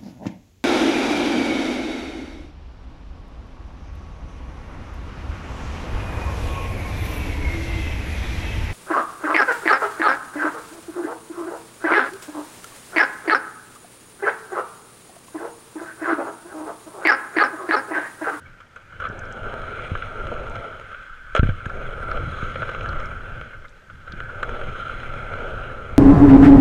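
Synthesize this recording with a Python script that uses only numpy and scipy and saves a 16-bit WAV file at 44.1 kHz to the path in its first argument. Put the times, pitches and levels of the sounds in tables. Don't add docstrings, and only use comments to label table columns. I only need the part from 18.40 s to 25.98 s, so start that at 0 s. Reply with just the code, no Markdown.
import sys
import numpy as np
from scipy import signal
from scipy.fft import rfft, irfft
from scipy.io import wavfile
from scipy.ndimage import uniform_filter1d

SR = 44100
rng = np.random.default_rng(int(sys.argv[2]) if len(sys.argv) > 2 else 0)


def int16_out(signal):
    q = np.round(np.clip(np.atleast_2d(signal).T, -1, 1) * 32767)
    wavfile.write(sys.argv[1], SR, q.astype(np.int16))


def gain_from_decibels(decibels):
    exponent = np.asarray(decibels, float) / 20
    return 10 ** exponent


N = 334278
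HZ = np.fft.rfftfreq(8192, 1 / SR)
USUAL_DB = -37

# (time [s], rolling level [dB], weight on the panels [dB], head-turn lift of the higher case rings [dB])
RIDE = [(0.0, -48, -13, 6), (0.28, -60, -5, -5), (0.48, -49.5, -14, 3), (0.72, -39, 0, 7),
        (1.1, -36, 0, -2), (2.2, -38.5, 0, -5), (2.8, -43.5, -22, 6), (3.12, -41, -16, 2),
        (3.33, -39.5, 0, -2), (3.7, -35.5, -1.5, -4), (4.65, -36, -4, -3), (5.1, -42.5, -8, 5),
        (5.27, -54, -6, 1), (5.57, -52, -10, 3), (5.74, -39, -12, 8), (6.2, -38, 2, -5), (7.1, -36, -1, -1),
        (7.58, -45, 2, -4)]
# (frequency [Hz], width [Hz], level [dB])
PANEL_MODES = [(230.6, 63, -3), (410, 130, -2), (516, 152, 2), (614, 180, -1), (823, 385, -9.5)]
# (frequency [Hz], width [Hz], level [dB])
CASE_MODES = [(1278, 204, -7), (1371.3, 102, -0.5), (1460.5, 86, -5), (1541.4, 65, -2), (1685, 85, -13)]
# (frequency [Hz], width [Hz], level [dB])
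UPPER_MODES = [(2206, 690, 3), (3000, 710, -3), (3286, 330, -5.5), (4010, 200, -10.5), (5320, 510, -24),
               (6270, 260, -25), (6570, 910, -22), (8400, 1100, -28), (9270, 1000, -26.5),
               (11500, 3000, -44)]


def evened(x):
    return x / np.sqrt(np.mean(x ** 2) + 1e-20)


def add(mix, s, sound):
    part = mix[round(s * SR):][:len(sound)]
    part += sound[:len(part)]


def causal(db):
    log = np.log(gain_from_decibels(np.maximum(db - db.max(), -100)))
    mirrored = np.r_[log, log[-2:0:-1]]
    spectrum = np.exp(np.conj(signal.hilbert(mirrored)))
    taps = np.fft.ifft(spectrum).real[:4096]
    return taps / np.linalg.norm(taps)


def rings(modes):
    power = sum(gain_from_decibels(2 * db) / (1 + (2 * (HZ - hz) / width) ** 2) ** 2 for hz, width, db in modes)
    return causal(10 * np.log10(power))


def colour(points):
    hz, db = np.transpose(points)
    return causal(np.interp(np.log(HZ + 1), np.log(hz + 1), db))


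def lumps(per_s):
    spectrum = rfft(rng.standard_normal(N))
    return evened(irfft(spectrum / (1 + (np.fft.rfftfreq(N, 1 / SR) / per_s) ** 2), N))


def patchy(x, patch_db):
    z = signal.stft(x, nperseg=512)[2]
    field = uniform_filter1d(rng.standard_normal(z.shape), 6, 0)
    field = uniform_filter1d(field, 22, 1)
    return evened(signal.istft(z * gain_from_decibels(patch_db * evened(field)), nperseg=512)[1][:N])


def curve(table, index):
    s, *columns = np.transpose(table)
    return np.interp(np.arange(N) / SR, s, columns[index])


def flat():
    # (middle [s], half length [s])
    crossings = [
        (1.5, .2),
        (4.1, .24),
        (6.58, .25),
    ]
    return sum(np.exp(-((np.arange(N) / SR - s) / half) ** 4) for s, half in crossings)


def gusts(index):
    # (time [s], wind level [dB], shaking level [dB], time to fall by 10 dB on either side [s])
    gust_rows = [(0.06, -46, -46, .1), (0.6, -47, -43, .14), (0.88, -43, -52, .06), (1.2, -34, -40, .15),
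                 (1.53, -32, -36, .07), (1.63, -33, -45, .07), (1.92, -27, -36, .12),
                 (2.1, -29.5, -45, .07), (2.18, -38, -37, .06), (2.72, -43, -60, .08), (2.93, -36, -52, .1),
                 (3.17, -37, -37, .08), (3.37, -30, -40, .1), (3.5, -29, -38, .08), (3.75, -23.5, -39, .1),
                 (3.86, -34, -27, .11), (4.04, -29, -36, .05), (4.2, -40, -31, .12), (4.53, -22, -30, .14),
                 (4.72, -29, -35, .15), (4.98, -42, -36, .07), (5.18, -38, -49, .12), (5.55, -38, -44, .05),
                 (5.72, -38.5, -40.5, .06), (5.84, -32, -37, .1), (6.1, -27, -38, .09),
                 (6.28, -29, -36, .12), (6.55, -33, -42, .06), (6.75, -36, -34.5, .2), (7.2, -27, -37, .18),
                 (7.53, -28, -29, .05)]
    t = np.arange(N) / SR
    fall_db = 10
    return sum(gain_from_decibels(2 * (row[index] - fall_db * abs(t - row[0]) / row[3])) for row in gust_rows)


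def rolling():
    roll_db = curve(RIDE, index=0)
    calm_db = -43 + 1.1 * (roll_db - USUAL_DB)
    wind_db = 10 * np.log10(gain_from_decibels(2 * calm_db) + gusts(index=1))
    drum_db = roll_db + curve(RIDE, index=1) - 4.5 * flat()
    press = .15
    return roll_db + press * (wind_db - calm_db), drum_db, wind_db


def wheels():
    bumps = lumps(33)
    specks = rng.random(N) < 160 / SR
    grit = gain_from_decibels(4.0 * np.minimum(rng.exponential(1, N), 5)) * specks * rng.standard_normal(N)

    def heard(modes, bump_db, grit_share):
        drive = gain_from_decibels(bump_db * bumps) * (rng.standard_normal(N) + grit_share * evened(grit))
        return signal.oaconvolve(drive, rings(modes))[:N]

    lift_db = curve(RIDE, index=2)
    roll_db, drum_db, _ = rolling()
    hiss_db = -48 + .75 * (curve(RIDE, index=0) - USUAL_DB) - .45 * lift_db
    hiss_db = hiss_db + 2.5 * flat()
    roar = gain_from_decibels(-lift_db / 2) * heard(CASE_MODES[:2], 0.98, .3)
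    roar = roar + gain_from_decibels(lift_db / 2 - 2.0) * heard(CASE_MODES[2:], 0.86, 0.1)
    drum = heard(PANEL_MODES, 1.3, 0.37)
    hiss = heard(UPPER_MODES, 1.12, 0.36)
    return (gain_from_decibels(roll_db) * patchy(roar, 1.25) + gain_from_decibels(drum_db) * patchy(drum, 1.9)
            + gain_from_decibels(hiss_db) * patchy(hiss, 1.97))


def turbulence(spectrum):
    air = gain_from_decibels(1.97 * lumps(16)) * rng.standard_normal(N)
    return evened(signal.oaconvolve(air, colour(spectrum))[:N])


def wind():
    # (frequency [Hz], level per Hz [dB])
    buffeting = [(4.7, -27.5), (8.0, 5.5), (25, 1.5), (60, -9), (78, -32.5), (130, -120)]
    return gain_from_decibels(rolling()[2]) * turbulence(buffeting)


def shaking():
    # (frequency [Hz], level per Hz [dB])
    shake_spectrum = [(32, -27), (55, -5), (70, -1.5), (103, 1), (143, -6), (183, -14), (291, -20),
                      (350, -15), (460, -47), (770, -120)]
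    steady_db = -43 + .65 * (rolling()[1] - USUAL_DB)
    shake_db = 10 * np.log10(gain_from_decibels(2 * steady_db) + gusts(index=2))
    return gain_from_decibels(shake_db) * turbulence(shake_spectrum)


def hall():
    # (frequency [Hz], level per Hz [dB])
    background = [(88, -29), (150, -3.5), (385, -12.5), (623, -13), (933, -13), (1110, -16.5),
                  (1320, -10.5), (1480, -4), (2010, -12.5), (2220, -18.5), (2540, -21.5), (6770, -28.5),
                  (14900, -44)]
    return gain_from_decibels(-56) * signal.oaconvolve(rng.standard_normal(N), colour(background))[:N]


def squeaks():
    # (time [s], peak level [dB], frequency [Hz], length [s])
    whistles = [
        (0.054, -43, 2300, 0.022),
        (5.129, -42.5, 2160, 0.022),
        (5.247, -40, 2130, 0.016),
    ]
    out = np.zeros(N)
    for s, db, hz, length in whistles:
        t = np.arange(0, length, 1 / SR)
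        fuzz = .22 * np.cumsum(rng.standard_normal(len(t))) / 4
        tone = np.sin(2 * np.pi * hz * t * (1 - .6 * t) + fuzz)
        add(out, s, gain_from_decibels(db) * tone * np.sin(np.pi * t / length) ** 2)
    return out


def struck(blows):
    out, t = np.zeros(N), np.arange(4000) / SR
    duller = signal.butter(2, 4500, fs=SR)
    bodies = [rings(PANEL_MODES[2:4]), rings(CASE_MODES), signal.lfilter(*duller, rings(UPPER_MODES[:4]))]
    for s, db, low_db, high_db, t60, rise_s in blows:
        blow = rng.standard_normal(len(t)) * gain_from_decibels(-60 * t / max(t60, .01)) * np.minimum(t / rise_s, 1)
        blow = blow * (1 + 2.2 * np.exp(-t / .004))
        for body, rel_db in zip(bodies, (low_db - 1.0, -1., high_db + 3.5)):
            sound = signal.fftconvolve(blow, body)
            add(out, s - rise_s, gain_from_decibels(db + rel_db) * sound / abs(sound).max())
    return out


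def knocks():
    # (time [s], case peak level [dB], hiss relative to it [dB])
    rocking = [(0.0548, -39, -30), (0.2053, -33, -12), (0.3627, -28, -16), (1.4486, -30, -3),
               (0.5247, -34, -29), (0.602, -22, -22), (0.621, -20, -22), (0.6421, -20, -18),
               (0.653, -18, -16), (0.668, -20, -20), (0.6985, -25.5, -21), (2.5155, -30.5, -24),
               (2.5461, -24.5, -17.5), (3.2038, -28, -22), (5.133, -30, -26), (5.246, -32.5, -17.5),
               (5.5009, -30, -17), (5.6765, -30, -18), (5.8975, -23.5, -30)]
    return struck([(s, db, -17, high_db, .1, .004) for s, db, high_db in rocking])


def ticks():
    # (time [s], peak level [dB], centre frequency [Hz])
    hard_parts = [(0.2064, -55, 5570), (0.3601, -52, 6550), (0.6025, -52, 5560), (0.689, -46, 5560),
                  (0.7922, -38, 6100), (0.855, -47, 5430), (0.925, -41, 5960), (1.8711, -49, 6410),
                  (2.0981, -47, 6430), (2.155, -46, 5320), (2.9505, -34, 6690), (2.9624, -34, 6470),
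                  (2.9774, -40, 5270), (3.259, -47, 6800), (3.2954, -50, 5390), (3.714, -38, 4100),
                  (3.773, -46, 4000), (4.347, -53, 6180), (4.4089, -48, 5230), (4.4333, -47, 6100),
                  (4.4593, -51, 6540), (4.49, -37, 4200), (4.5999, -44, 5410), (4.6575, -41.5, 5350),
                  (5.283, -46, 3700), (5.2924, -53, 6370), (5.722, -35, 3300), (5.8012, -52, 6480),
                  (6.0312, -41, 7260), (6.094, -46, 6200)]
    out, t = np.zeros(N), np.arange(1500) / SR
    t60_s, rise_s = .02, .0005
    for s, db, hz in hard_parts:
        burst = rng.standard_normal(len(t)) * gain_from_decibels(-60 * t / t60_s) * np.minimum(t / rise_s, 1)
        body = rings([(hz, 0.3 * hz, 0), (hz, 500, 5), (1.3 * hz, 1500, -5)])[:400]
        click = signal.fftconvolve(burst, body)
        add(out, s - .001, gain_from_decibels(db) * click / abs(click).max())
    return out


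def scrapes():
    # (start [s], length [s], case level [dB], panels relative [dB], hiss relative [dB])
    drags = [
        (0.592, .088, -35, -14, -15),
        (2.95, .048, -28, -1, -7),
        (3.03, .1, -43, -4, -5),
    ]
    out = np.zeros(N)
    edge_s, spray_db = .012, -37
    treble = signal.butter(2, 9500, "high", fs=SR)
    for s, length, db, low_db, high_db in drags:
        t = np.arange(0, length, 1 / SR)
        slips = gain_from_decibels(3.0 * evened(uniform_filter1d(rng.standard_normal(len(t)), size=150)))
        fade = np.clip(np.minimum(t, length - t) / edge_s, 0, 1)
        drag = slips * rng.standard_normal(len(t)) * fade
        body = gain_from_decibels(low_db) * rings(PANEL_MODES[1:]) + rings(CASE_MODES) + gain_from_decibels(high_db) * rings(UPPER_MODES)
        add(out, s, gain_from_decibels(db) * signal.fftconvolve(drag, body))
        add(out, s, gain_from_decibels(db + spray_db) * signal.lfilter(*treble, drag))
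    return out


def jolts():
    # (time [s], peak level [dB], wobble [Hz], 60 dB decay [s], slow sway relative [dB])
    body_jolts = [(0.699, -25, 93, 0.033, -22), (1.517, -17.5, 75, .06, -17), (2.9938, -5.5, 62, 0.06, -10),
                  (3.022, -23.5, 50.4, .08, -23), (3.0303, -3, 87, 0.022, -14), (3.038, -15, 60, .06, -12),
                  (3.052, -20.5, 92.7, 0.3, -20), (3.062, -14.5, 39.6, 0.082, -23),
                  (3.089, -14, 90.7, 0.21, -4), (3.264, -19, 82, 0.039, -16), (4.029, -16, 81.6, 0.031, -7),
                  (5.737, -27, 91.5, 0.024, -10), (7.528, -28, 68.4, 0.054, -14)]
    out, t = np.zeros(N), np.arange(12000) / SR
    snap = 0.15 * np.exp(-((t - .0025) / 0.0019) ** 2)
    for s, db, hz, t60, sway_db in body_jolts:
        turns = hz * (t + .0035 * (1 - np.exp(-t / .004)))
        wobble = -gain_from_decibels(3 - 60 * t / t60) * np.sin(2 * np.pi * turns) * np.minimum(t / .0012, 1)
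        sway = gain_from_decibels(sway_db - 60 * t / 0.27) * np.sin(2 * np.pi * 19 * t)
        add(out, s, gain_from_decibels(db) * (wobble + sway - snap))
    jolt_low_pass = signal.butter(2, 1500, fs=SR)
    return signal.lfilter(*jolt_low_pass, out)


def songs():
    # (middle [s], half length [s], top turning rate [Hz])
    passages = [
        (1.21, .17, 214),
        (2.2, .16, 228),
    ]
    # (multiple of the turning rate, level [dB])
    harmonics = [(2, -50), (3, -47), (6, -46)]
    out = np.zeros(N)
    sag = .1
    for s, half, hz in passages:
        u = np.arange(-half, half, 1 / SR) / half
        waver = .004 * np.cumsum(rng.standard_normal(len(u)))
        turn = 2 * np.pi * np.cumsum(hz * (1 - sag * u ** 2)) / SR + waver
        tones = sum(gain_from_decibels(db) * np.sin(k * turn) for k, db in harmonics)
        add(out, s - half, np.sqrt(2 - 2 * u ** 2) * tones)
    return out


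def seams():
    # (time [s], case peak level [dB], panels relative [dB], hiss relative [dB])
    crossed = [(1.391, -23.5, -25, -19), (1.5524, -15.5, -14, -17), (1.6226, -20, -24, -11),
               (1.8692, -22.5, -7, -11), (1.917, -25.5, 5, -16), (1.963, -27, -3.5, -22),
               (2.1559, -23.5, -6, -10), (3.257, -19, -21, -16.5), (3.2974, -21, -24, -20),
               (3.715, -16.5, -14, -14), (3.7723, -25, 0.5, -7), (4.157, -21, -3, -12),
               (4.22, -19, -4, -12), (4.2288, -16, -30, -28), (4.291, -17, -9.5, -16.5),
               (4.348, -22, -6, -9), (4.4098, -27, -3, -4), (4.4586, -17.5, -15, -19),
               (4.491, -24.5, -7, -25), (4.5288, -25, -11, -13), (4.6032, -25.5, -10, -8),
               (5.8028, -19.5, -17, -12), (6.0294, -12, -12.5, -15.5), (6.092, -19, -6.5, -17),
               (6.2155, -26, -20, -14), (6.3535, -25, -19, -20), (6.4951, -20, -29, -21),
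               (6.6324, -25, -24, -27), (7.0463, -30.5, 2.5, -30), (7.2998, -25.5, -3.5, -25)]
    return struck([(*row, .042, .0015) for row in crossed])


def landing():
    # (time [s], case peak level [dB], panels relative [dB], hiss relative [dB], 60 dB decay [s])
    slams = [
        (2.9504, -11, 1, -10, 0.038),
        (2.9642, -9, -12, -10, 0.06),
        (2.9782, -22, -3, -6, 0.06),
        (2.993, -13, -8, -13, 0.045),
        (3.0317, -16, -9, -17, 0.04),
        (3.069, -30, -10, -8, .06),
        (3.0915, -22, -5.5, -11.5, 0.13),
    ]
    return struck([(*row, .0015) for row in slams])


def scene():
    rolling_on = wheels() + wind() + shaking() + hall()
    events = squeaks() + knocks() + ticks() + scrapes() + jolts() + songs() + seams() + landing()
    return (rolling_on + events)[None]


def roll_off(x):
    return signal.sosfilt(signal.butter(12, 15560, fs=SR, output="sos"), x)


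def record(dry):
    hz, _, z = signal.stft(dry, SR, nperseg=1024)
    usual = uniform_filter1d(uniform_filter1d(abs(z), size=15, axis=1), size=5, axis=2)
    top = hz[:, None] >= 12800
    gain = np.where(top, 1.25 * (abs(z) > 1.05 * usual), 1)
    thinned = signal.istft(z * gain, SR, nperseg=1024)[1][:, :N]
    limited = signal.oaconvolve(thinned, signal.firwin(401, 15140, fs=SR)[None], "same")
    return roll_off(limited)


dry = scene()
out = record(dry)
int16_out(out)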